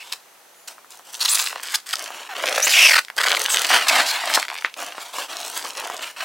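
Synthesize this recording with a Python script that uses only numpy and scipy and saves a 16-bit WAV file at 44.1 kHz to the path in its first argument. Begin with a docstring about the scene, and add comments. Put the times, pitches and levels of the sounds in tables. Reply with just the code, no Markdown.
"""Gloved hands unfold a glossy paper poster close to a microphone in a small, quiet room.
It starts with faint sliding (grit and hiss driving the sheet) and a thin rising whistle (sine harmonics).
Short rasps and squeaks follow (stick-slip noise and tones), then a stuck fold stutters loose in slip runs.
Creases tick hard (chirped pulses) as the sliding peaks, then panels buckle with hollow pops (short rings).
Softer strokes, ticks and pops close the scene; steady room noise lies under all of it."""
import sys
import numpy as np
from scipy import signal
from scipy.fft import rfft, irfft, next_fast_len
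from scipy.io import wavfile
from scipy.ndimage import uniform_filter1d, map_coordinates

SR = 44100
rng = np.random.default_rng(int(sys.argv[2]) if len(sys.argv) > 2 else 0)


def store_pcm(level_fs):
    """Save levels as 16-bit WAV."""
    pcm = np.round(np.clip(level_fs, -1, 1) * 32767).astype(np.int16)
    wavfile.write(sys.argv[1], SR, np.atleast_2d(pcm).T)


N = 275524
TIME = np.arange(N) / SR


def amp(db):
    """Decibels to gain."""
    return 10 ** (np.asarray(db) / 20)


def unit(x):
    """Scales to rms 1."""
    return x / np.sqrt(np.mean(x ** 2) + 1e-20)


def read(points, hz):
    """Interpolates a spectrum on a log-frequency axis."""
    point_hz, value = np.transpose(points)
    return np.interp(np.log(hz + 1), np.log(point_hz + 1), value)


def curves(rows):
    """Interpolates each column of a table over time."""
    s, *columns = np.transpose(rows)
    return [np.interp(TIME, s, column) for column in columns]


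def add(mix, s, sound):
    """Mixes a sound in at s seconds, or at 0 if s is negative."""
    part = mix[max(round(s * SR), 0):][:len(sound)]
    part += sound[:len(part)]


def high_pass(x, hz):
    """Second-order low cut at hz."""
    return signal.sosfilt(signal.butter(2, hz, "high", fs=SR, output="sos"), x)


def colour(x, gain):
    """Minimum-phase filter whose magnitude is gain(Hz)."""
    size = 4096
    log_gain = np.log(np.maximum(gain(abs(np.fft.fftfreq(size, 1 / SR))), 1e-5))
    spectrum = np.exp(np.conj(signal.hilbert(log_gain)))
    taps = np.fft.ifft(spectrum).real[:size // 2]
    return signal.oaconvolve(x, taps)[:len(x)]


def wander(size, hz):
    """Smooth noise of rms 1; its spectrum falls to 1/e at hz."""
    f = np.fft.rfftfreq(next_fast_len(size + 4096), 1 / SR)
    noise = rng.standard_normal(len(f)) + 1j * rng.standard_normal(len(f))
    return unit(irfft(noise * np.exp(-(f / hz) ** 2))[:size])


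def snap(hz, cycles=0.54, sweep=1.654):
    """A tiny flexural pulse: short waves run faster through paper, so it chirps downwards."""
    turns = np.arange(400) * hz / SR
    age = turns / cycles
    phase = 0.7 * turns + sweep * (1 - np.exp(-age)) + rng.random()
    pulse = age * np.exp(-age) * np.sin(2 * np.pi * phase)
    return pulse / abs(pulse).max()


def grit(per_s, spread_db, count=12):
    """A hail of fibre snaps of many pitches and uneven size, whitened and evened in level."""
    size = amp(spread_db * np.minimum(rng.exponential(1, N), 3.8)) * (rng.random(N) < per_s / SR)
    signed_size = size * rng.choice([-1, 1], N)
    kind = rng.integers(0, count, N)
    shapes = [unit(snap(hz)) * np.sqrt(hz) for hz in np.geomspace(1200, 8000, count)]
    hail = np.zeros(N)
    for k, shape in enumerate(shapes):
        hail += signal.oaconvolve(signed_size * (kind == k), shape)[:N]
    mean_gain = np.sqrt(sum(abs(rfft(shape)) ** 2 for shape in shapes))
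    gain_hz = np.linspace(0, SR / 2, len(mean_gain))
    hail = colour(hail, lambda f: mean_gain.max() / np.interp(f, gain_hz, mean_gain))
    return hail / np.sqrt(abs(uniform_filter1d(hail ** 2, size=1300)) + 1e-9)


# Colour of a snapping crease. Each row: frequency in Hz, gain in dB.
CREASE_COLOUR = [(100, -26.5), (400, -2), (900, -4), (2500, -2.5), (6000, 1), (8000, 1.5), (15000, 1.5)]


def crease_colour(x):
    """Filters snaps to the spectrum of a crease."""
    return colour(x, lambda f: amp(read(CREASE_COLOUR, f)))


# One leaf or finger slides over the paper. Each row: start in s, rise in s, fall in s, rustle in dB,
# panel flutter in dB over rustle, edge hiss in dB over rustle, share of crackle 0-1.
STROKES = [(0, 0.16, .02, -50, -0.5, 4.5, 0.14), (.675, 0.039, 0.0096, -44.5, 0.5, 6.5, 0.24),
           (.9, 0.0065, 0.089, -51, -0.5, 7.5, 0.6), (1.04, 0.22, 0.033, -47, -1.5, 6.5, 0.2),
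           (1.125, .023, 0.02, -40.5, -5, 11.5, 0.9), (1.183, 0.24, 0.073, -29, -14.5, 5, 0.54),
           (1.5, 0.025, .11, -34.5, -3, -4, 0.73), (1.618, 0.13, 0.018, -29.5, -14.5, -2.5, 0.6),
           (1.858, 0.056, 0.029, -35, -22, 2.5, 0.43), (1.95, 0.071, 0.078, -35, 0, 0.5, 0.65),
           (2.1, 0.042, 0.15, -39.5, 0, -2, 0.26), (2.344, 0.13, 0.16, -27, 0, -4.5, 0.56),
           (2.5, .08, 0.19, -27.5, -7, -1, 0.8), (2.66, 0.19, 0.13, -28.5, -7, 4.5, .75),
           (3.159, 0.17, 0.046, -21.5, -4, -6, 0.96), (3.341, 0.082, 0.074, -25.5, -3.5, -0.5, 0.77),
           (3.479, 0.1, 0.29, -23.5, -7, -3.5, 0.68), (3.689, 0.039, 0.11, -17, -8, -8.5, 0.32),
           (3.859, 0.13, 0.06, -16.5, -7.5, -6.5, 0), (4.041, 0.097, 0.13, -25, -13, -7, 0),
           (4.233, 0.11, 0.086, -23, -5.5, -4.5, 0.64), (4.48, 0.036, 0.15, -33, -5.5, -7.5, .98),
           (4.763, 0.043, 0.12, -32, 0.5, -3.5, 0.62), (4.949, .07, 0.13, -40, -3, 0.5, 0.17),
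           (5.125, 0.075, 0.055, -32.5, -2, 0.5, 0.05), (5.282, 0.016, 0.12, -33.5, -3, -2.5, 0.12),
           (5.379, 0.066, 0.17, -36.5, 0, 2, 0.44), (5.55, 0.012, .06, -31.5, -6, 1.5, 0.53),
           (5.625, 0.029, 0.11, -37.5, 3.5, 0, 0.82), (5.746, 0.033, .05, -33, 2, -1, 0.63),
           (5.81, 0.055, 0.18, -35, 4.5, -3, 0.76), (6.001, 0.042, .07, -32.5, -9, -4, 0.25),
           (6.16, 0.064, 0.096, -31, -7, -5, 0.33)]
# The held sheet never quite rests. Levels of panel flutter, rustle and edge hiss in dB.
HELD_DB = (-69, -67.5, -73)


def strokes(swell_db=9.5, arch_power=1.23, touch_share=0.071, release_s=0.028, held_crackle=1):
    """Arched swells of contact; returns gains of flutter, rustle and hiss, and the share of crackle."""
    power = amp(HELD_DB)[:, None] ** 2 * np.ones(N)
    crackling = held_crackle * power[1]
    for start, rise, fall, db, flutter_db, hiss_db, share in STROKES:
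        age = TIME - start
        from_peak = np.interp(age, [0, rise, rise + fall], [1, 0, 1])
        touch = np.clip(age / (touch_share * rise), 0, 1)
        release = np.exp(-np.maximum(age - rise - fall, 0) / release_s)
        rustle = (touch * release * amp(db - swell_db * from_peak ** arch_power)) ** 2
        power += amp([flutter_db, 0, hiss_db])[:, None] ** 2 * rustle
        crackling += share * rustle
    return np.sqrt(power), np.clip(crackling / power[1], 0, 1)


# Colour of the sliding paper. Each row: frequency in Hz, gain in dB.
PAPER_COLOUR = [(24, -103), (40, -52), (243, -20.5), (297, -15), (372, -14.5), (516, -4), (556, -2),
                (697, 0), (1240, -6), (1720, -7), (2910, -5), (5310, -12.5), (8130, -15), (14800, -25.5),
                (16000, -20.5)]


def sliding(flutter_hz=1100, hiss_hz=4500, judder_db=1.7, patchy_db=1):
    """Grit and hiss drive the sheet; its panels, its face and its edges each radiate their own range."""
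    gains, share = strokes()
    crackle = crease_colour(grit(per_s=750, spread_db=5))
    drive = np.sqrt(share) * crackle + np.sqrt(1 - share) * rng.standard_normal(N)
    drive *= amp(judder_db * wander(N, hz=69.0))
    drive = colour(drive, lambda f: amp(read(PAPER_COLOUR, f)))
    size = next_fast_len(N)
    f, spectrum = np.fft.rfftfreq(size, 1 / SR), rfft(drive, size)
    below_flutter = 1 / (1 + (f / flutter_hz) ** 6)
    below_hiss = 1 / (1 + (f / hiss_hz) ** 6)
    ranges = below_flutter, below_hiss - below_flutter, 1 - below_hiss
    out = np.zeros(N)
    for weight, gain in zip(ranges, gains):
        band = unit(irfft(spectrum * weight, size)[:N])
        out += band * gain * amp(patchy_db * wander(N, hz=30.2))
    return out


# A stuck fold lets go in runs of evenly spaced slips. Each row: start in s, end in s, period in s,
# slip length in s without edges, level in dB, first Hz, last Hz, share of squeak 0-1.
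STUTTERS = [(2.883, 2.99, .0237, 0.0163, -13, 2770, 1598, 0.37),
            (3.179, 3.268, 0.027, 0.0112, -17, 1882, 2246, 0.39)]


def stutters(sag=0.74):
    """Splits runs into slips with stepped first pitches; each slip ends at sag times its own."""
    rows = []
    for start, end, period, length, db, first_hz, last_hz, share in STUTTERS:
        times = np.arange(start, end, period)
        pitches = np.geomspace(first_hz, last_hz, len(times))
        rows += [(s, length, db, hz, hz * sag, share) for s, hz in zip(times, pitches)]
    return rows


# Colour of the rasp at a mean slip rate of 2500 Hz. Each row: frequency in Hz, gain in dB.
RASP_COLOUR = [(80, -61), (300, -47), (600, 2), (1200, 0.5), (2500, 8), (5000, 5), (9000, -3.5),
               (12000, -7), (16000, -12)]


def rasp(drive, mean_hz):
    """Irregular stick-slip noise; faster slips rasp brighter."""
    quickness = (mean_hz / 2500) ** 0.46
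    return unit(colour(drive, lambda f: amp(read(RASP_COLOUR, f / quickness))))


# The glossy faces stick and slip. Each row: start in s, length in s without edges, level in dB,
# first Hz, last Hz, share of squeak 0-1 (the rest is rasp).
SLIPS = [(0, 0.03, -38.5, 2485, 2800, 0.63), (.029, .09, -44.5, 3250, 3380, 0.66),
         (.121, .017, -28, 3456, 3586, 0.07), (.675, .013, -31.5, 6150, 5680, 0),
         (1.205, 0.027, -21.5, 4200, 4670, 0.63), (1.249, 0.013, -15.5, 6210, 3010, 0.7),
         (1.281, 0.014, -18, 2400, 6950, 0.86), (1.291, 0.047, -18, 6880, 10200, 0.8),
         (1.345, 0.013, -14.5, 10200, 7960, 0.51), (1.391, 0.01, -18, 3550, 4330, 0.16),
         (1.631, 0.0058, -25, 6000, 6000, 0.1), (1.742, .017, -17, 3910, 5120, .08),
         (1.929, 0.012, -19, 4110, 2110, 0.24), (2.291, 0.05, -30, 851, 704, 0.73),
         (2.622, .04, -17.5, 5280, 8070, 0.84), (2.667, 0.016, -16.5, 2404, 2040, 0.2),
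         (2.692, .045, -16, 5190, 3530, 0.52), (2.736, 0.06, -14.5, 3000, 2374, .44),
         (2.791, .085, -12, 2507, 2565, 0.6), (3.369, 0.0039, -12.5, 2460, 1980, 0.86),
         (3.495, .052, -20.5, 8220, 6900, 0.63), (3.69, 0.016, -19, 4680, 2950, 0.44),
         (3.882, .007, -11.5, 5300, 4440, 0.08), (3.888, .013, -13.5, 3070, 2220, 0.5),
         (4.06, 0.057, -22.5, 5080, 4590, 0.48), (4.344, 0.016, -13.5, 4456, 3560, 0.2)]


def slips(jitter=0.2786, jitter_hz=900, overtone_db=-11, edge_s=.003, shudder_db=0.5, swell_db=3):
    """The faces catch and let go at an audible rate: a squeak when regular, a rasp when not."""
    out = np.zeros(N)
    drive = unit(grit(per_s=5700, spread_db=2.5) + 0.68 * rng.standard_normal(N))
    for start, length, db, first_hz, last_hz, share in list(SLIPS) + stutters():
        size = round((length + edge_s) * SR)
        hz = np.geomspace(first_hz, last_hz, size)
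        hz *= 1 + jitter * (1 - share) * wander(size, hz=jitter_hz)
        phase = 2 * np.pi * np.cumsum(hz) / SR
        squeak = np.zeros(size)
        for k in range(3):
            below_nyquist = (k + 1) * hz < SR / 2
            squeak += amp(overtone_db * k) * np.sin((k + 1) * phase) * below_nyquist
        noise = rasp(drive[round(start * SR):][:size], np.sqrt(first_hz * last_hz))
        t = np.arange(size) / SR
        grip = np.clip(np.minimum(t, t[-1] - t) / edge_s, 0, 1)
        grip *= amp(shudder_db * wander(size, hz=150))
        grip *= amp(swell_db * (t / t[-1] - .5))  # tension builds until the faces let go
        slip = np.sqrt(share) * unit(squeak) + np.sqrt(1 - share) * noise
        add(out, start - edge_s / 2, amp(db) * grip * slip)
    return high_pass(out, hz=365)


# Crease ticks. Each row: time in s, pulse level in dB before colouring, nominal chirp pitch in Hz.
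TICKS = [(0.125, -8, 4340), (1.213, -6.5, 4700), (1.374, -7, 2770), (1.473, -5.5, 3030),
         (1.956, -7.5, 5530), (1.994, -12.5, 5740), (2.47, -5.5, 2940), (2.487, -7.5, 2900),
         (3.049, -17.5, 3855), (3.084, -19, 2390), (3.101, -14, 2360), (3.307, -3.5, 2530),
         (3.402, -8, 3455), (3.414, -8.5, 2500), (3.455, -5.5, 2500), (3.461, -2, 3280),
         (3.545, -0.5, 2880), (3.571, 1.5, 3360), (3.592, -10, 3490), (3.62, -13, 3360), (3.648, -2, 3300),
         (4.301, -7, 2030), (4.428, -6, 2300), (4.451, -17, 2090), (4.483, -11.5, 2300), (4.501, -12, 2660),
         (4.565, -16, 2880), (4.578, -19, 2860), (4.623, -17, 2060), (4.741, -17, 3900),
         (5.369, -12.5, 5590), (5.403, -15, 5620), (5.756, -25, 2480), (5.772, -17, 5670),
         (5.853, -18, 3240), (5.967, -15.5, 5600)]


def ticks(fizz_db=-21, fizz_decay_s=.0012):
    """Single creases snap, each with a brief fizz of fibres."""
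    out, t = np.zeros(N), np.arange(SR // 50) / SR
    fizz = np.exp(-t / fizz_decay_s)
    for s, db, hz in TICKS:
        add(out, s, amp(db) * snap(hz, cycles=0.53, sweep=0.44))
        add(out, s, amp(db + fizz_db) * fizz * rng.standard_normal(len(t)))
    return high_pass(crease_colour(out), hz=294)


# Reflections off the curling panels. Each row: nominal delay in s, gain before level correction.
PANELS = [(.00033, -.24), (.00071, .3), (.0016, -.26), (.0027, .2)]


def bending(x):
    """Panels reflect the sound; as they curl the paths change and hollow bands drift through it."""
    out = x.copy()
    for delay, gain in PANELS:
        path_s = delay * np.exp(.22 * wander(N, hz=2.5))
        out += gain * map_coordinates(x, [(TIME - path_s) * SR], order=3)
    return out / np.sqrt(1 + sum(gain ** 2 for _, gain in PANELS))


# Panels buckle through. Each row: time in s, ring level in dB before the low cut, starting pitch in Hz,
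# ring time constant in s.
POPS = [(0.782, -30, 1330, 0.0013), (.846, -34.5, 1310, 0.0012), (.995, -28.5, 1060, 0.00079),
        (1.937, -18, 1330, 0.004), (2.105, -17, 1060, 0.00058), (2.67, -8.5, 1020, .0005),
        (3.101, -25.5, 1000, .001), (4.237, -14, 1180, .0014), (4.3728, -6.5, 1580, 0.0013),
        (4.3762, -3, 980, 0.00099), (4.6476, -1, 1910, 0.00081), (4.9816, -12.5, 1240, 0.00027),
        (5.185, -12.5, 1020, 0.0014), (5.654, -21, 1170, 0.0025), (5.9, -11.5, 1080, 0.00083)]


def pops(rise_s=0.000067, sag=0.047, shiver_db=-22, shiver_s=0.019):
    """A buckling panel rings briefly, sagging in pitch, and the sheet shivers after it."""
    out, t = np.zeros(N), np.arange(SR // 10) / SR
    for s, db, hz, ring_s in POPS:
        pitch_hz = hz * (1 - sag * (1 - np.exp(-t / (2 * ring_s))))
        phase = 2 * np.pi * np.cumsum(pitch_hz) / SR
        ring = (1 - np.exp(-t / rise_s)) * np.exp(-t / ring_s) * np.sin(phase)
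        noise = rng.standard_normal(len(t))
        shiver = unit(colour(noise, lambda f: (f / hz) ** 2 / (1 + (f / hz) ** 5)))
        shiver *= amp(shiver_db) * np.exp(-t / shiver_s)
        add(out, s, amp(db) * (ring / abs(ring).max() + shiver))
    return high_pass(out, hz=406)


# A faint whistle. Each row: time in s, fundamental (itself silent) in Hz, level in dB.
WHISTLE = [(.25, 3040, -70), (.4, 3150, -67), (.48, 3050, -74), (.54, 3240, -63), (.615, 3600, -57),
           (.67, 3400, -61)]


def whistle(harmonics_db=(0, 0, -4)):
    """A thin tone of second to fourth harmonics that wavers and rises."""
    hz, db = curves(WHISTLE)
    phase = 2 * np.pi * np.cumsum(hz * (1 + .003 * wander(N, hz=300))) / SR
    sounding = (TIME > WHISTLE[0][0]) & (TIME < WHISTLE[-1][0])
    tone = sum(amp(h) * np.sin((k + 2) * phase) for k, h in enumerate(harmonics_db))
    return sounding * amp(db) * tone


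# Echoes off the hands and the table. Each row: delay in s, gain.
ECHOES = [(.0031, 0.072), (.0067, 0.049), (0.0114, .11), (0.014, 0.04)]


def echoes(x):
    """Near surfaces return delayed, weaker copies."""
    out = np.zeros(N)
    for delay, gain in ECHOES:
        add(out, delay, gain * x)
    return out


# The room's decay. Each row: frequency in Hz, t60 in s.
ROOM = [(200, 0.19), (1500, 0.12), (5000, 0.17), (14000, 0.21)]


def room_tail(x, onset_s=.004):
    """Dense reflections as noise whose decay time depends on frequency."""
    hz, t, z = signal.stft(rng.standard_normal(SR // 3), SR, nperseg=256)
    decay = amp(-60 * t / read(ROOM, hz)[:, None])
    tail = signal.istft(z * decay * (t > onset_s), SR, nperseg=256)[1]
    return signal.oaconvolve(x, tail / np.linalg.norm(tail))[:N]


# Colour of the room's quiet background. Each row: frequency in Hz, gain in dB.
AIR_COLOUR = [(18, -64), (30, -45), (109, -16.5), (210, -10), (227, -10.5), (473, -2), (822, 1),
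              (5590, -10), (6050, -5.5), (6550, -9.5), (11100, -10.5), (12600, -11), (16000, -14)]


def air(level_db=-51.5, width=0.56):
    """Steady room noise from a shared mid and a weaker side that differs in sign left and right."""
    noises = rng.standard_normal((2, N))
    mid, side = (unit(colour(noise, lambda f: amp(read(AIR_COLOUR, f)))) for noise in noises)
    return amp(level_db) * np.array([mid + width * side, mid - width * side])


def scene(rub_db=0.0, slip_db=0, tick_db=1, pop_db=0, room_db=-16, side_db=-20):
    """The paper straight ahead, with near echoes and a faint room around it."""
    rustle = bending(amp(rub_db) * sliding() + amp(slip_db) * slips() + amp(tick_db) * ticks())
    paper = rustle + amp(pop_db) * pops() + whistle()
    mid = paper + amp(room_db) * room_tail(paper) + echoes(paper)
    side = amp(side_db) * room_tail(paper, onset_s=0)
    side = colour(side, lambda f: 1 + 0.1 * f ** 2 / (f ** 2 + 3000 ** 2))  # the treble spreads wider
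    return np.array([mid + side, mid - side]) + air()


def record(dry, edge_hz=15950):
    """Clips peaks at 0.9 of full scale, then applies the low cut and the band limit."""
    clipped = high_pass(np.clip(dry, -.9, .9), hz=90)
    band_limit = signal.firwin(511, edge_hz, window=("kaiser", 9), fs=SR)
    return signal.oaconvolve(clipped, band_limit[None], "same")


dry = scene()
out = record(dry)
store_pcm(out)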